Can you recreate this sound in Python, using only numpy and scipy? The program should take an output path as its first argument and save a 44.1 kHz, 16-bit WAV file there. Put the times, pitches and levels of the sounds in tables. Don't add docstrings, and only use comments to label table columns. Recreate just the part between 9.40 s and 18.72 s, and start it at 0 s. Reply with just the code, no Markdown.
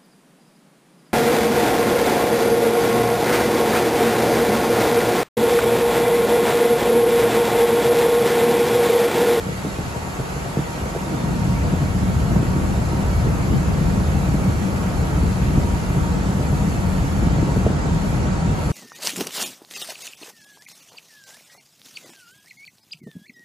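import sys
import numpy as np
from scipy import signal
from scipy.fft import rfft, irfft
from scipy.io import wavfile
from scipy.ndimage import uniform_filter1d, map_coordinates

SR = 44100
rng = np.random.default_rng(int(sys.argv[2]) if len(sys.argv) > 2 else 0)


def pcm_store(signal):
    levels = np.round(np.clip(np.atleast_2d(signal), -1, 1) * 32767)
    wavfile.write(sys.argv[1], SR, levels.astype(np.int16).T)


N = 411012

# [f/Hz, width/Hz, level/dB]
DUCT_RESONANCES = [(482.8, 16.8, 4.8), (512.6, 15.8, 2.0), (579.4, 9.6, 3.1), (622.5, 23.8, 3.2),
                   (641.0, 9.7, -2.2), (693.3, 13.1, 5.3), (729.5, 11.8, 1.3), (775.4, 35.4, 1.7),
                   (830.6, 18.2, -2.4), (869.8, 24.4, 2.8), (913.1, 38.2, 3.9), (1012.3, 40.5, -2.7),
                   (1092.8, 31.1, 3.1), (1129.2, 22.0, 3.0), (1243.0, 10.6, 1.8), (1284.8, 18.0, 2.4),
                   (1344.0, 27.6, 4.2)]
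LOAD_ON_S, LOAD_RISE_S = 1.46, 0.28


def fans(level_db=-0.5, rush_db=-0.6, flutter_db=0.22, waver_db=0.5):
    # [f/Hz, density/dB per Hz]
    air_noise = [(25, -78), (45, -50), (70, -60), (180, -58.5), (330, -58.5), (550, -62), (800, -61.5),
                 (1020, -65), (1400, -66), (1800, -68.5), (2400, -72), (3000, -76), (3500, -77.5),
                 (3950, -79), (4320, -77), (4700, -79.5), (5200, -80), (5900, -81), (6500, -80.5),
                 (7300, -80), (9000, -125)]
    spin_up_db, spin_up_s = -2, 2.9
    walls_db = 1.3 * np.array([ripple(spacing_hz=11), ripple(spacing_hz=11)])
    echoes_db = walls_db * np.minimum(bins() / 1500, 1)
    air = diffuse(at_hz(air_noise) + resonances(DUCT_RESONANCES) + echoes_db)
    low, high = split(air, hz=1820)
    flow_db = level_db + spin_up_db * (1 - ramp(0, spin_up_s)) + waver_db * drift(rate=7)
    high = patchy(high, depth_db=3.8, width_hz=50, rate=30)
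    high_db = rush_db + flutter_db * drift(rate=11)
    return low * from_db(flow_db) + high * from_db(high_db)


def blade_tone(level_db=-44.5, pan_db=-3.0, waver_db=2.5, swing_s=0.36):
    # [t/s, level/dB]
    blade_swings = [(.58, 6), (.78, -3), (1.03, -10), (2.55, -6), (3.22, -4), (4.14, -8), (4.68, -4),
                    (4.99, -5), (5.28, -10), (6.09, -7), (6.3, 5.5), (6.85, -6), (7.38, -3), (7.72, -5),
                    (8.31, -12), (8.53, 2), (8.88, -4)]
    on_s, rise_s, off_db = 0.43, .06, -12
    rate_hz, width_hz, wander_hz = 941, 30, 3
    blades_db = level_db + off_db * (1 - ramp(on_s, rise_s)) + waver_db * drift(rate=10)
    blades_db = blades_db + sum(db * bump(s, swing_s) for s, db in blade_swings)
    band_db = -10 * np.log10(1 + (2 * (bins() - rate_hz) / width_hz) ** 8)
    tone = diffuse(band_db)
    wander = np.exp(2j * np.pi * np.cumsum(wander_hz * drift(rate=8)) / SR)
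    tone = np.real(signal.hilbert(tone) * wander)
    return steadied(tone, span_s=0.16) * from_db(blades_db) * panned(pan_db)


def rumble(judder_db=1.53):
    # [f/Hz, relative density/dB per Hz]
    rumble_shape = [(15, -74), (30, -57), (40, -45.5), (55, -41), (72, -40.5), (110, -45), (160, -42),
                    (195, -44), (215, -48.3), (300, -51.3), (370, -55), (420, -58.3), (700, -62.5),
                    (1500, -79.5), (4000, -125)]
    # [f/Hz, width/Hz, level/dB]
    booms = [(67.3, 3.0, 1.9), (74.5, 3.0, 2.3), (100.2, 3.8, 5.4), (116.9, 4.3, 5.3), (130.5, 5.9, 2.4),
             (140.9, 3.6, 4.8), (150.8, 5.2, -3.6), (157.3, 6.3, 6.9), (169.5, 15.0, -4.1),
             (175.9, 3.3, 6.4), (184.5, 3.0, 6.6), (197.7, 10.2, 5.4), (209.0, 4.4, -3.8),
             (224.4, 4.4, 4.0), (230.0, 4.9, 4.1), (250.9, 3.0, 2.5), (260.0, 3.4, 2.7), (274.3, 15.0, 7.2),
             (295.6, 15.0, 3.2), (322.5, 6.4, 5.2), (336.3, 4.8, 4.4), (398.3, 11.3, 4.4)]
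    # [level before the swell/dB, level under load/dB, throb/dB]
    rumble_parts = [(-47, -32.5, 1.0), (-34, -23.5, 0.75), (-36.5, -23.5, 0.26)]
    # [t/s, length/s, deep part/dB, boom and drone/dB]
    surges = [(1.443, 0.16, 9, -2), (1.6, 0.23, 0, 0), (2.1, 0.3, -1.5, 0.5), (2.5, 0.4, -1, -1),
              (2.896, 0.33, 1, 3), (3.35, 0.22, -1.5, 1.5), (3.756, 0.43, 4, -1.5), (4.067, 0.32, 0, 1.5),
              (4.55, 0.55, 4, 0.5), (5.384, 0.48, -5, 0.5), (5.582, 0.34, 0.5, -1), (5.83, 0.34, 5, -1),
              (6.145, 0.39, 3.5, 1), (6.454, 0.25, 1.5, -2.5), (6.936, .26, -3.5, 0), (7.45, .4, 0, -1.5),
              (7.89, 0.43, 3, 2.5), (8.747, 0.4, -2.5, 2), (9.205, 0.21, -3.5, -1.5)]
    load_lag_s = 0.15
    shaken = diffuse(at_hz(rumble_shape) + resonances(booms + DUCT_RESONANCES))
    deep, rest = split(shaken, hz=102.4)
    boom, drone = split(rest, hz=211.4)
    parts = []
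    for k, (part, settings) in enumerate(zip((drone, boom, deep), rumble_parts)):
        idle_db, loaded_db, throb_db = settings
        load = ramp(LOAD_ON_S + k * load_lag_s, LOAD_RISE_S)
        level_db = idle_db + (loaded_db - idle_db) * load + throb_db * drift(rate=12)
        parts.append(steadied(part, span_s=0.3) * from_db(level_db))
    drone, boom, deep = parts
    deep_surge_db = sum(db * bump(s, length_s) for s, length_s, db, _ in surges)
    upper_surge_db = sum(db * bump(s, length_s) for s, length_s, _, db in surges)
    upper_db = upper_surge_db + judder_db * drift(rate=30)
    return deep * from_db(deep_surge_db) + (boom + drone) * from_db(upper_db)


def hum(pan_db=3.0, waver_db=1.5):
    note_hz, idle_db, load_db = 184.4, -42, 4.5
    pitch_hz = note_hz + .6 * drift(rate=3)
    level_db = idle_db + load_db * ramp(LOAD_ON_S, LOAD_RISE_S) + waver_db * drift(rate=4.6)
    note = np.sqrt(2) * np.sin(2 * np.pi * np.cumsum(pitch_hz) / SR)
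    return note * from_db(level_db) * panned(pan_db)


def hiss(level_db=-4.5, top_db=4.0, flutter_db=0.3):
    # [f/Hz, density/dB per Hz]
    hiss_shape = [(3000, -108), (5300, -92), (5900, -87), (6250, -80), (7200, -79.3), (8200, -78.3),
                  (9000, -81), (9700, -80), (11000, -82.7), (12300, -83), (12700, -96), (13700, -101),
                  (14300, -110)]
    # [f/Hz, width/Hz, level/dB]
    whistles = [(4986, 22, 17), (5571, 20, 12.5), (5889, 20, 10.5), (6240, 40, 6), (6686, 22, 7),
                (7080, 26, 5), (7547, 22, 3.5), (8096, 20, 4), (8252, 30, 5), (8301, 25, 4.5),
                (8500, 22, 4.5), (8694, 22, 3.5), (9253, 22, 5), (10524, 28, 3.5), (10799, 20, 4.5)]
    # [t/s, length/s, level/dB]
    hiss_dips = [(6.83, .4, -4), (7.97, 0.52, -6), (8.416, 0.67, -9.5), (8.97, 0.6, -11)]
    lag_s = .000273
    direct = white(count=1) * np.exp(-2j * np.pi * bins() * np.array([[lag_s], [0]]))
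    scattered = from_db(-19) * white(count=2)
    colour_db = at_hz(hiss_shape) + resonances(whistles) + 1.6 * ripple(spacing_hz=14)
    coloured = irfft((direct + scattered) * from_db(colour_db + level_db), N)
    body, top = split(coloured, hz=10400)
    body = patchy(body, depth_db=4.3, width_hz=50, rate=24)
    dips_db = sum(db * bump(s, length_s) for s, length_s, db in hiss_dips)
    return (body + top * from_db(top_db + dips_db)) * from_db(flutter_db * drift(rate=18))


def knocks():
    # [t/s, thud/dB, crack/dB, shudder/s]
    blows = [(0.062, -19, -20.5, .018), (0.086, -22, -21, .008), (0.118, -22, -24, .008),
             (0.246, -16.5, -20.5, .012), (0.263, -17, -28, .012), (0.384, -20, -21.5, .014),
             (0.559, -26, -24, .006), (0.795, -17, -20, .014), (0.962, -25, -27, .008),
             (1.062, -22.5, -21, .008), (1.168, -11.5, -14, .012), (1.188, -16, -28, .008),
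             (1.347, -22, -26, .01), (1.374, -24, -23, .008), (1.412, -23, -24, .012),
             (1.457, -24, -23, .02), (1.549, -22, -19, .012), (1.561, -22, -19, .014),
             (1.666, -20, -27, .012), (1.695, -22, -22, .02), (1.722, -20, -22, .035),
             (1.834, -16, -25, .035), (2.336, -16, -20, .018), (2.915, -14, -22, .012),
             (2.96, -15, -19, .012), (3.026, -14, -24, .015), (3.16, -14, -26, .025),
             (3.53, -15, -23, .018), (3.868, -16, -22, .012), (4.121, -13.5, -26, .012),
             (4.416, -13.5, -26, .01), (4.884, -15.5, -23, .008), (4.94, -15, -23, .012),
             (5.77, -15, -28, .014), (5.828, -12, -27, .022), (6.176, -12.5, -24, .02),
             (6.316, -20, -23, .012), (6.567, -17, -21, .01), (7.125, -19, -21, .012),
             (7.824, -16, -25, .025), (7.868, -12, -27, .012), (7.926, -14, -28, .008),
             (7.982, -12.5, -13.5, .018), (8.026, -9.5, -24, .005), (8.088, -21, -20, .008),
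             (8.16, -15, -17, .012), (8.169, -12, -17, .02), (8.263, -12, -11.5, .008),
             (8.301, -17, -24, .018), (8.725, -17, -22, .025), (8.853, -20, -22, .01)]
    # [f/Hz, level/dB, t60/s]
    knock_modes = [(92, -4, .06), (145, 0, .1), (205, -1.5, .06), (315, -.5, .028), (460, 1, .022),
                   (660, -.3, .014), (900, -7, .008)]
    shudder_per_s, shudder_db = 300, -7.5
    rattles_per_s, rattle_db, rattle_spread_db = 18, -27, 1.8
    since = np.arange(SR // 5) / SR
    shape = (len(blows), len(since))
    contacts = (rng.random(shape) < shudder_per_s / SR) * rng.uniform(-0.79, 1, shape)
    chance_db = rng.normal(0, 1.5, (len(blows), len(knock_modes)))
    rattling = (rng.random(N) < rattles_per_s / SR) * ramp(LOAD_ON_S, LOAD_RISE_S)
    out = np.zeros(N)
    for k, (hz, mode_db, t60) in enumerate(knock_modes):
        uneven_db = rattle_spread_db * rng.standard_normal(N)
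        clicks = 1e-18 + rattling * from_db(rattle_db + mode_db + uneven_db)
        for i, (s, thud_db, crack_db, shudder_s) in enumerate(blows):
            blow = from_db(shudder_db) * contacts[i] * np.exp(-(since / shudder_s / 2) ** 2)
            blow[0] = 1
            blow_db = thud_db if hz < 400 else crack_db
            at = round(s * SR)
            clicks[at:at + len(blow)] += blow * from_db(blow_db + mode_db + chance_db[i, k])
        r = from_db(-60 / (t60 * SR))
        w = 2 * np.pi * hz / SR
        ringing = signal.lfilter([0, np.sin(w)], [1, -2 * r * np.cos(w), r * r], clicks)
        out += (-1) ** k * ringing
    out = signal.sosfilt(signal.butter(2, [60, 1000], "band", fs=SR, output="sos"), out)
    tail_t60, tail_db = .3, -13
    echoes = rng.standard_normal((2, SR)) * from_db(-60 * np.arange(SR) / SR / tail_t60)
    echoes = echoes / (rms(echoes) * np.sqrt(SR))
    tail = signal.fftconvolve(out[None], echoes, axes=1)[:, :N]
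    return out + from_db(tail_db) * tail


def diffuse(spectrum_db):
    # [f/Hz, correlation]
    likeness = [(60, .93), (150, .89), (330, .6), (600, .22), (1000, .27), (1350, .09), (1650, -.43),
                (2100, -.3), (2700, .2), (3400, .07), (4300, .62), (5200, .1), (6000, .35)]
    # [f/Hz, level/dB]
    balance = [(70, 0.5), (170, 1.4), (350, 0.5), (600, 0.3), (900, 0), (1250, 0.5), (1800, -2.5),
               (2700, 0), (4200, -0.3), (5200, 1.4)]
    # [f/Hz, phase/rad]
    right_leads = [(60, .05), (300, .3), (600, .55), (1250, .8), (1550, 0), (3500, .3), (4300, 0)]
    mid, side = white(count=2)
    alike = np.clip(at_hz(likeness), -.99, .99)
    pair = np.sqrt((1 + alike) / 2) * mid + np.sqrt((1 - alike) / 2) * side * [[1], [-1]]
    pair = pair * np.exp(.5j * at_hz(right_leads) * [[-1], [1]])
    return irfft(pair * from_db(spectrum_db) * panned(at_hz(balance)), N)


def patchy(x, depth_db, width_hz, rate):
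    hz, s, cells = signal.stft(x, SR, nperseg=1024)
    knots = rng.standard_normal((800, 400))
    where = np.meshgrid(hz / width_hz, s * rate, indexing="ij")
    gain = from_db(depth_db * map_coordinates(knots, where, order=1, mode="wrap"))
    return signal.istft(cells * gain / rms(gain), SR)[1][:, :N]


def steadied(x, span_s):
    power = x.mean(axis=0) ** 2
    for _ in range(2):
        power = uniform_filter1d(power, max(int(span_s * SR), 2))
    return x / np.sqrt(np.maximum(power, 1e-14))


def split(x, hz):
    low = irfft(rfft(x) / (1 + (bins() / hz) ** 16), N)
    return low, x - low


def panned(db):
    return from_db(np.array([[1], [-1]]) * db / 2)


def white(count):
    return rfft(rng.standard_normal((count, N))) * np.sqrt(SR / 2)


def ripple(spacing_hz):
    knots = rng.standard_normal(8000)
    return np.interp(bins() / spacing_hz, np.arange(len(knots)), knots)


def resonances(rows):
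    return sum(db / (1 + (2 * (bins() - hz) / width) ** 2) for hz, width, db in rows)


def at_hz(points):
    hz, value = np.transpose(points)
    return np.interp(np.log(bins()), np.log(hz), value)


def bins():
    return np.maximum(np.arange(N // 2 + 1) * SR / N, 1)


def drift(rate):
    knots = rng.standard_normal(2000)
    return np.interp(np.arange(N) / SR * rate, np.arange(len(knots)), knots)


def ramp(start_s, rise_s):
    return np.clip((np.arange(N) / SR - start_s) / rise_s, 0, 1)


def bump(s, length_s):
    return np.sin(np.pi * ramp(s - length_s / 2, length_s)) ** 2


def from_db(db):
    return 10 ** (np.asarray(db) / 20)


def rms(x):
    return np.sqrt(np.mean(x ** 2) + 1e-20)


def scene():
    return fans() + blade_tone() + rumble() + hum() + hiss() + knocks()


def record(dry):
    cutoff_hz = 14500
    opening = ramp(0, .003)
    faded = dry * opening * opening[::-1]
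    return signal.sosfilt(signal.ellip(10, .1, 80, cutoff_hz, fs=SR, output="sos"), faded)


dry = scene()
out = record(dry)
pcm_store(out)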